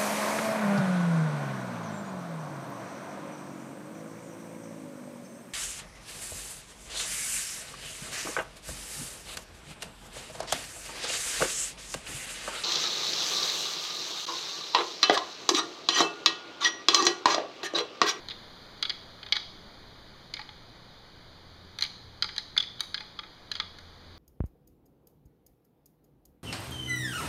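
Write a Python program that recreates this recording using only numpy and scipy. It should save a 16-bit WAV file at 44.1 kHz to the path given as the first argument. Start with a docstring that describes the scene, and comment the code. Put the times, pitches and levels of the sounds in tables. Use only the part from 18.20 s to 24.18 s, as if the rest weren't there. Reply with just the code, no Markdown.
"""Two antlers are tapped and ground together in short bursts in a quiet forest.
Each contact skids for a few milliseconds: a tine rings, the bone cracks and snaps, the beams knock.
Random echoes stand for the tree trunks that scatter each contact back.
Below lie a far low drone made of narrow bands of noise, a soft hiss and a gently swelling rumble.
The microphone has four dips and an upper limit."""
import sys
import numpy as np
from scipy import signal
from scipy.fft import rfft, irfft, next_fast_len
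from scipy.io import wavfile
from scipy.ndimage import map_coordinates

SR = 44100
rng = np.random.default_rng(int(sys.argv[2]) if len(sys.argv) > 2 else 0)


def unload_wav(signal):
    """Save mono or channel-first audio to the path in sys.argv[1] as 16-bit WAV at rate SR, clipped to [-1, 1]."""
    wavfile.write(
        sys.argv[1],
        SR,
        np.round(np.clip(np.atleast_2d(signal).T, -1, 1) * 32767).astype(np.int16),
    )


N = 263718  # length of the scene [samples]

# Touches of bone on bone; the three levels are settings that a fixed trim later shifts:
# (time [s], level [dB], beam knock [dB], snap [dB], tine pitch [Hz], beam pitch [Hz], skid [s])
CONTACTS = [(0.0852, -34.5, -12, -16.5, 4120, 1870, .0013), (0.0991, -37, -10, -19, 3770, 2350, .0016),
            (0.1078, -31.5, -19, -34, 3590, 1850, 0.001), (0.1145, -37, -8, -23, 3620, 1900, 0.0027),
            (0.6258, -18.5, -13, -19.5, 3300, 1370, 0.0011), (0.6507, -25.5, -12, -34, 3230, 1380, 0.0014),
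            (0.6949, -25, -9, -18.5, 4610, 2240, 0.0039), (0.702, -28, -9, -37, 3350, 1900, .0015),
            (1.0292, -36.5, -6, -27, 3100, 1890, 0.0015), (1.0625, -39.5, -5.5, -21, 3630, 1870, 0.003),
            (1.0853, -42, -11, -18, 3200, 1220, .002), (1.1229, -16, -9, -17, 3420, 2330, 0.00068),
            (1.154, -32, -4, -25, 4260, 1970, 0.0035), (1.165, -23.5, -7.5, -19.5, 3300, 1570, 0.0022),
            (2.138, -28.5, -8, -16, 4420, 2200, 0.00077), (2.167, -37.5, -2, -31, 3600, 2310, 0.0011),
            (2.1924, -39, 3, -20, 4310, 840, 0.0018), (2.2144, -40.5, -5.5, -23, 4380, 880, 0.0017),
            (2.2901, -42, -3.5, -28, 3300, 885, .0015), (3.5865, -32, -4.5, -10.5, 3650, 1730, 0.0014),
            (3.6086, -33, -5, -7.5, 4020, 2400, 0.0017), (3.6218, -20.5, -11, -14.5, 4044, 1720, 0.0038),
            (3.6366, -30, -4.5, -11, 4010, 2340, 0.0021), (3.6493, -32.5, -9, -22, 3060, 2030, 0.00085),
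            (3.661, -37, -8, -25, 4130, 2300, .002), (4.023, -19.5, -11, -19.5, 4640, 1430, 0.0016),
            (4.0428, -31, -2, -18, 4440, 1390, 0.00095), (4.0898, -36, -3.5, -27, 3440, 1530, .001),
            (4.163, -35, -6.5, -14.5, 3220, 1690, .0011), (4.18, -24.5, -11.5, -15, 4160, 1810, .0014),
            (4.3645, -34, 2.5, -18, 4420, 2060, 0.0027), (4.3762, -15, -15.5, -20.5, 3520, 1610, 0.0028),
            (4.4004, -20.5, -18, -24, 3460, 1570, 0.0048), (4.425, -33, -10, -21, 3380, 2160, .0022),
            (4.595, -38, -12, -25, 3100, 1460, .0013), (4.605, -25, -9.5, -10, 3810, 1110, 0.002),
            (4.743, -25.5, -6, -17, 4520, 1700, 0.0019), (4.777, -33.5, -7.5, -31, 3400, 1670, 0.0022),
            (4.805, -38.5, -0.5, -20, 3480, 860, 0.00093), (4.989, -30.5, -5.5, -23.5, 3310, 1200, 0.0033),
            (5.033, -44.5, 3, -22, 3760, 1210, .004), (5.3148, -25, -10, -17.5, 4030, 1630, 0.0024),
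            (5.3523, -31.5, -9, -20, 3270, 1420, 0.0022), (5.364, -36.5, -8.5, -24, 4380, 1120, .0024),
            (5.399, -23.5, -5.5, -20, 3516, 1230, 0.0024), (5.5855, -46, -3, -11, 4250, 1430, .0021)]
# Ways the tines can ring, with the time to fade by 60 dB: (pitch [Hz], relative level [dB], fade [s])
TINE_MODES = [(3290, 7.5, 0.033), (3462, -3, 0.026), (3920, -1, 0.04), (4220, -4.5, 0.048),
              (4980, -2, 0.048), (4984, -4, 0.056)]
# Ways the heavy beams can ring: (pitch [Hz], relative level [dB], fade by 60 dB [s])
BEAM_MODES = [(404, -21, 0.11), (857.4, -5.5, 0.13), (1198, -5.5, 0.14), (1290, -11.5, 0.17),
              (1450, -1, 0.047), (1678, 6, 0.044), (1919, 1.5, 0.068), (2070, -2, 0.084),
              (2090, 7.5, 0.053), (2244, 0, 0.11)]
# Colour of the noise in a beam knock: (frequency [Hz], relative level [dB])
KNOCK_COLOUR = [(100, -51), (400, -11.5), (700, -16), (1300, -2), (2000, -1), (2500, 5.5), (2900, -16),
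                (4500, -96)]
# Colour of the cracking bone: (frequency [Hz], relative level [dB])
CRACK_COLOUR = [(1200, -70.5), (2700, 2.5), (3200, 0), (4000, 1.5), (4900, 1), (5300, -8.5), (6000, -41),
                (8000, -71.5)]
# Colour of the bright snap: (frequency [Hz], relative level [dB])
SNAP_COLOUR = [(4000, -60), (5600, 7.5), (6200, 5), (7100, -7), (8000, -17.5), (10000, -14.5), (12000, -24),
               (15500, -35)]
# How long the forest's answer takes to fade: (frequency [Hz], fade by 60 dB [s])
FOREST_FADE = [(300, 0.98), (1500, 0.4), (4000, 0.66), (7000, 0.64), (14000, 0.43)]
# Swelling of the deepest drone tone: (time [s], level [dB])
DEEP_LEVEL = [(0, -67.5), (3.05, -69.5), (3.6, -55.5), (4.9, -70.5), (5.55, -58.5), (5.98, -59)]
# Upper drone tones: (centre [Hz], half-width at half height [Hz], middle level [dB])
UPPER_DRONE = [(119, 7.5, -65), (175, 9.4, -68)]
# Colour of the forest hiss: (frequency [Hz], relative level [dB])
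HISS_COLOUR = [(15, -21), (60, -10.5), (200, -3), (500, -5), (1200, -7), (2200, -10), (3500, -6.5),
               (4700, -6), (5400, -14), (6800, -23.5), (8000, -35.5), (10000, -30.5), (12000, -35),
               (15500, -36)]
# Colour of the forest rumble: (frequency [Hz], relative level [dB])
RUMBLE_COLOUR = [(12, 3), (28, 2), (45, 0.5), (60, -3), (110, -4.5), (220, -9.5), (450, -17.5), (1000, -62)]
# Dips of the microphone: (centre [Hz], width [Hz], gain at the centre [dB])
MIC_DIPS = [(2705, 790, -33), (5438, 1090, -32), (7850, 830, -27), (11010, 840, -14)]

# Share of a click that is tine ring rather than crack (0-1), and how pitch and skid change it
SHARE, MIDDLE_TINE_HZ, SHARE_PER_OCTAVE, SHARE_PER_SKID_S = 0.084, 3800, -0.43, 144
FIRM_DB = -27.5  # a contact whose table level is above this is firm
# The light catch after a firm blow: mean gap, loss of level, beam knock, skid
CATCH_GAP_S, CATCH_LOSS_DB, CATCH_KNOCK_DB, CATCH_SKID_S = 0.024, 19.5, -5, 0.001
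# The forest's answer: level for a firm crack, gain per dB that a touch is lighter, loss for a pure ring
ECHO_DB, ECHO_PER_DB, RING_DRIER_DB = -10.5, 0.2, 6
# The deepest drone tone (half-width at half height), and the typical drift of the upper tones
DEEP_HZ, DEEP_WIDTH_HZ, DRIFT_DB = 84.4, 4.2, 2.5
HISS_DB, HISS_EXTRA_DB, SETTLE_S = -52.5, 4, 2.9  # settled level, extra at the start, time to settle
RUMBLE_DB, SWELL_DB = -58, 1  # middle level and typical depth of its swells
KNOTS_PER_S = 1.415  # pace of the random curves that move the rumble and the upper drone
TINE_BAND = signal.butter(2, [2400, 6000], "bandpass", fs=SR, output="sos")  # where a struck tine rings
TOP_HZ = 15400  # upper limit of the microphone


def antlers():
    """Each contact has its own echo: light touches sound more diffuse, ringing ones drier."""
    track = np.zeros(N)
    for s, db, knock_db, snap_db, tine_hz, beam_hz, length in CONTACTS + grinding():
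        share = tine_share(tine_hz, length)
        hit = amp(db - 1.5) * contact(knock_db, snap_db, tine_hz, beam_hz, share, length)
        lighter_db = max(FIRM_DB - db, 0)
        echo_db = ECHO_DB + ECHO_PER_DB * lighter_db - RING_DRIER_DB * share
        echo = signal.fftconvolve(hit, trunks(scatter_db=0.5, early_db=-14))
        add(track, s, hit)
        add(track, s, amp(echo_db) * echo)
    return track


def grinding():
    """After a firm blow the tines slide on and catch again, more lightly and at another point."""
    firm = [row for row in CONTACTS if row[1] > FIRM_DB]
    rows = []
    for s, db, _, snap_db, *_ in firm:
        wait, tine, beam = rng.random(3)
        catch_s = s + CATCH_GAP_S * (0.5 + wait)
        tine_hz = TINE_MODES[int(tine * len(TINE_MODES))][0]
        beam_hz = BEAM_MODES[int(beam * len(BEAM_MODES))][0]
        rows.append((catch_s, db - CATCH_LOSS_DB, CATCH_KNOCK_DB, snap_db, tine_hz, beam_hz, CATCH_SKID_S))
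    return rows


def tine_share(tine_hz, length):
    """Long, low tines ring more than they crack, and a longer skid draws out more ring (0-1)."""
    octaves = np.log2(tine_hz / MIDDLE_TINE_HZ)
    return np.clip(SHARE + SHARE_PER_OCTAVE * octaves + SHARE_PER_SKID_S * length, 0, 1)


def contact(knock_db, snap_db, tine_hz, beam_hz, share, length):
    """One touch of bone on bone: a ringing tine, a crack, a beam knock and a bright snap."""
    t = np.arange(SR // 8) / SR
    # a quick force and a stronger one that fades a little more slowly
    force = skid(t, length, t60=0.023, rise=0.37) + amp(8.0) * skid(t, length, t60=0.028, rise=0.34)
    snap_force = skid(t, length, t60=0.015, rise=0.17)
    # ridges on the bone make the blow gritty: a new random strength every 24 samples
    ridges = amp(3 * np.repeat(rng.standard_normal(len(t)), 24)[:len(t)])

    def hardness(hz):
        """A stronger snap tilts the treble up, a weaker one tilts it down (dB)."""
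        return 0.53 * (snap_db + 22.0) * np.log2((hz + 100) / 4000)

    def grit(envelope, colour_db):
        """Coloured noise shaped by the force and the ridges."""
        noise = envelope * ridges * rng.standard_normal(len(t))
        return strike(signal.fftconvolve(noise, causal(colour_db))[:len(t)])

    knock = grit(force, lambda hz: along(KNOCK_COLOUR, hz) + focus(hz, beam_hz))
    crack = grit(force, lambda hz: along(CRACK_COLOUR, hz) + hardness(hz))
    snap = grit(snap_force, lambda hz: along(SNAP_COLOUR, hz) + hardness(hz))
    # the touch damps the struck tine, and its pressure blurs the pitch (phase drift in radians)
    jitter = signal.fftconvolve(rng.standard_normal(len(t)), np.hanning(61) / 30, "same")
    drift = 0.075 * np.cumsum(jitter)
    tine = force * np.sin(2 * np.pi * (tine_hz * t + rng.random()) + drift)
    tine = strike(signal.sosfilt(TINE_BAND, tine))
    click = strike(np.sqrt(share) * tine + np.sqrt(1 - share) * crack)
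    # the rest of the bone rings freely, mostly for longer
    free_tines = ring(TINE_MODES, lambda hz: focus(hz, tine_hz, lift_db=15.5, octaves=0.19), t)
    beams = ring(BEAM_MODES, lambda hz: focus(hz, beam_hz), t)
    body = amp(knock_db) * (amp(-5.5) * beams + amp(-2.0) * knock)
    return click + amp(-9.0) * free_tines + body + amp(snap_db + 2.0) * snap


def skid(t, length, t60, rise):
    """Force rises and holds while the tines skid, then fades by 60 dB every t60 seconds."""
    swell = np.minimum(t / (rise * length + 1e-5), 1)
    return swell * amp(-60 * np.maximum(t - length, 0) / t60)


def focus(hz, centre, lift_db=9, octaves=0.1):
    """The point of contact favours the bone's resonances near one pitch (dB)."""
    return lift_db / (1 + (np.log2((hz + 1) / centre) / octaves) ** 2)


def ring(modes, lift_db, t):
    """Free ringing of bone: fading sine waves, at new strengths and phases for each blow."""
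    hz, db, t60 = np.transpose(modes)[:, :, None]
    size = amp(db + lift_db(hz) + rng.normal(0, 1.2, hz.shape))
    waves = size * amp(-60 * t / t60) * np.sin(2 * np.pi * (hz * t + rng.random(hz.shape)))
    soft_start = 1 - np.exp(-t / 0.0012)
    return strike(waves.sum(axis=0) * soft_start)


def trunks(scatter_db, early_db, count=18):
    """The forest's answer: a few single trunk echoes in a grainy, fading tail."""
    hz, t, z = signal.stft(rng.standard_normal(SR * 3 // 4), SR, nperseg=256)
    clumps = amp(scatter_db * rng.standard_normal(len(t)))
    fade = amp(-60 * t / along(FOREST_FADE, hz)[:, None])
    build_up = 1 - np.exp(-t / 0.0071)
    tail = signal.istft(z * clumps * fade * build_up, SR, nperseg=256)[1]
    tail /= np.linalg.norm(tail)
    delays = rng.uniform(0.008, 0.16, count)  # seconds
    strengths = rng.standard_normal(count) * amp(-60 * delays / 0.33)
    echoes = np.bincount((delays * SR).astype(int), strengths, len(tail))
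    return tail + amp(early_db) * echoes / np.linalg.norm(echoes)


def drone():
    """Far low tones, each a narrow band of noise, drift in level; the deepest swells twice."""
    def tone(centre, width):
        noise = rng.standard_normal(N)
        return unit(filtered(noise, lambda hz: 1 / (1 + ((hz - centre) / width) ** 2)))

    s, db = np.transpose(DEEP_LEVEL)
    deep_db = np.interp(np.arange(N) / SR, s, db)
    mix = amp(deep_db) * tone(DEEP_HZ, DEEP_WIDTH_HZ)
    for centre, width, middle_db in UPPER_DRONE:
        mix += amp(middle_db + DRIFT_DB * wobble(KNOTS_PER_S)) * tone(centre, width)
    return mix


def air():
    """Coloured noise: a soft hiss that slowly settles, over a gently swelling rumble."""
    def noise(colour):
        return unit(filtered(rng.standard_normal(N), lambda hz: amp(along(colour, hz))))

    unsettled = np.maximum(1 - np.arange(N) / SR / SETTLE_S, 0)
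    hiss_db = HISS_DB + HISS_EXTRA_DB * unsettled
    rumble_db = RUMBLE_DB + SWELL_DB * wobble(KNOTS_PER_S)
    return amp(hiss_db) * noise(HISS_COLOUR) + amp(rumble_db) * noise(RUMBLE_COLOUR)


def amp(db):
    """Decibels to gain."""
    return 10 ** (np.asarray(db) / 20)


def unit(x):
    """Scale to an rms (average strength) of 1."""
    return x / np.sqrt(np.mean(x ** 2) + 1e-20)


def strike(x):
    """Scale a hit to rms 1 over its first 9 ms."""
    return x / np.sqrt(np.mean(x[:round(0.009 * SR)] ** 2) + 1e-20)


def along(points, hz):
    """Read a value between (Hz, value) points on a logarithmic frequency axis."""
    f, v = np.transpose(points)
    return np.interp(np.log(hz + 1), np.log(f + 1), v)


def wobble(rate):
    """A smooth random curve through rate random points a second."""
    return map_coordinates(rng.standard_normal(64), [np.arange(N) * rate / SR], mode="wrap")


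def filtered(x, response):
    """Change the strength and phase of each frequency in x by a given response."""
    m = next_fast_len(N + SR // 2)
    return irfft(rfft(x, m) * response(np.fft.rfftfreq(m, 1 / SR)), m)[:N]


def causal(colour_db, size=1024):
    """A filter of the given colour (dB over Hz) that answers as early as it can: minimum phase."""
    cepstrum = irfft(np.log(amp(colour_db(np.fft.rfftfreq(size, 1 / SR)))))
    # folding the second half onto the first gives the minimum phase
    cepstrum[1:size // 2] *= 2
    cepstrum[size // 2 + 1:] = 0
    return irfft(np.exp(rfft(cepstrum)))


def add(track, s, sound):
    """Mix a sound into the track at time s, in seconds."""
    start = round(s * SR)
    part = sound[:len(track) - start]
    track[start:start + len(part)] += part


def scene():
    """The antlers over the forest background, as one channel."""
    return (antlers() + drone() + air())[None]


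def record(dry):
    """The microphone cuts its dips into everything and keeps nothing from its upper limit on."""
    def response(hz):
        gain = hz < TOP_HZ
        for centre, width, db in MIC_DIPS:
            off_centre = centre * centre - hz * hz
            damping = 1j * hz * width
            gain = gain * (off_centre + damping * amp(db)) / (off_centre + damping)
        return gain

    return filtered(dry[0], response)[None]


dry = scene()
out = record(dry)
unload_wav(out)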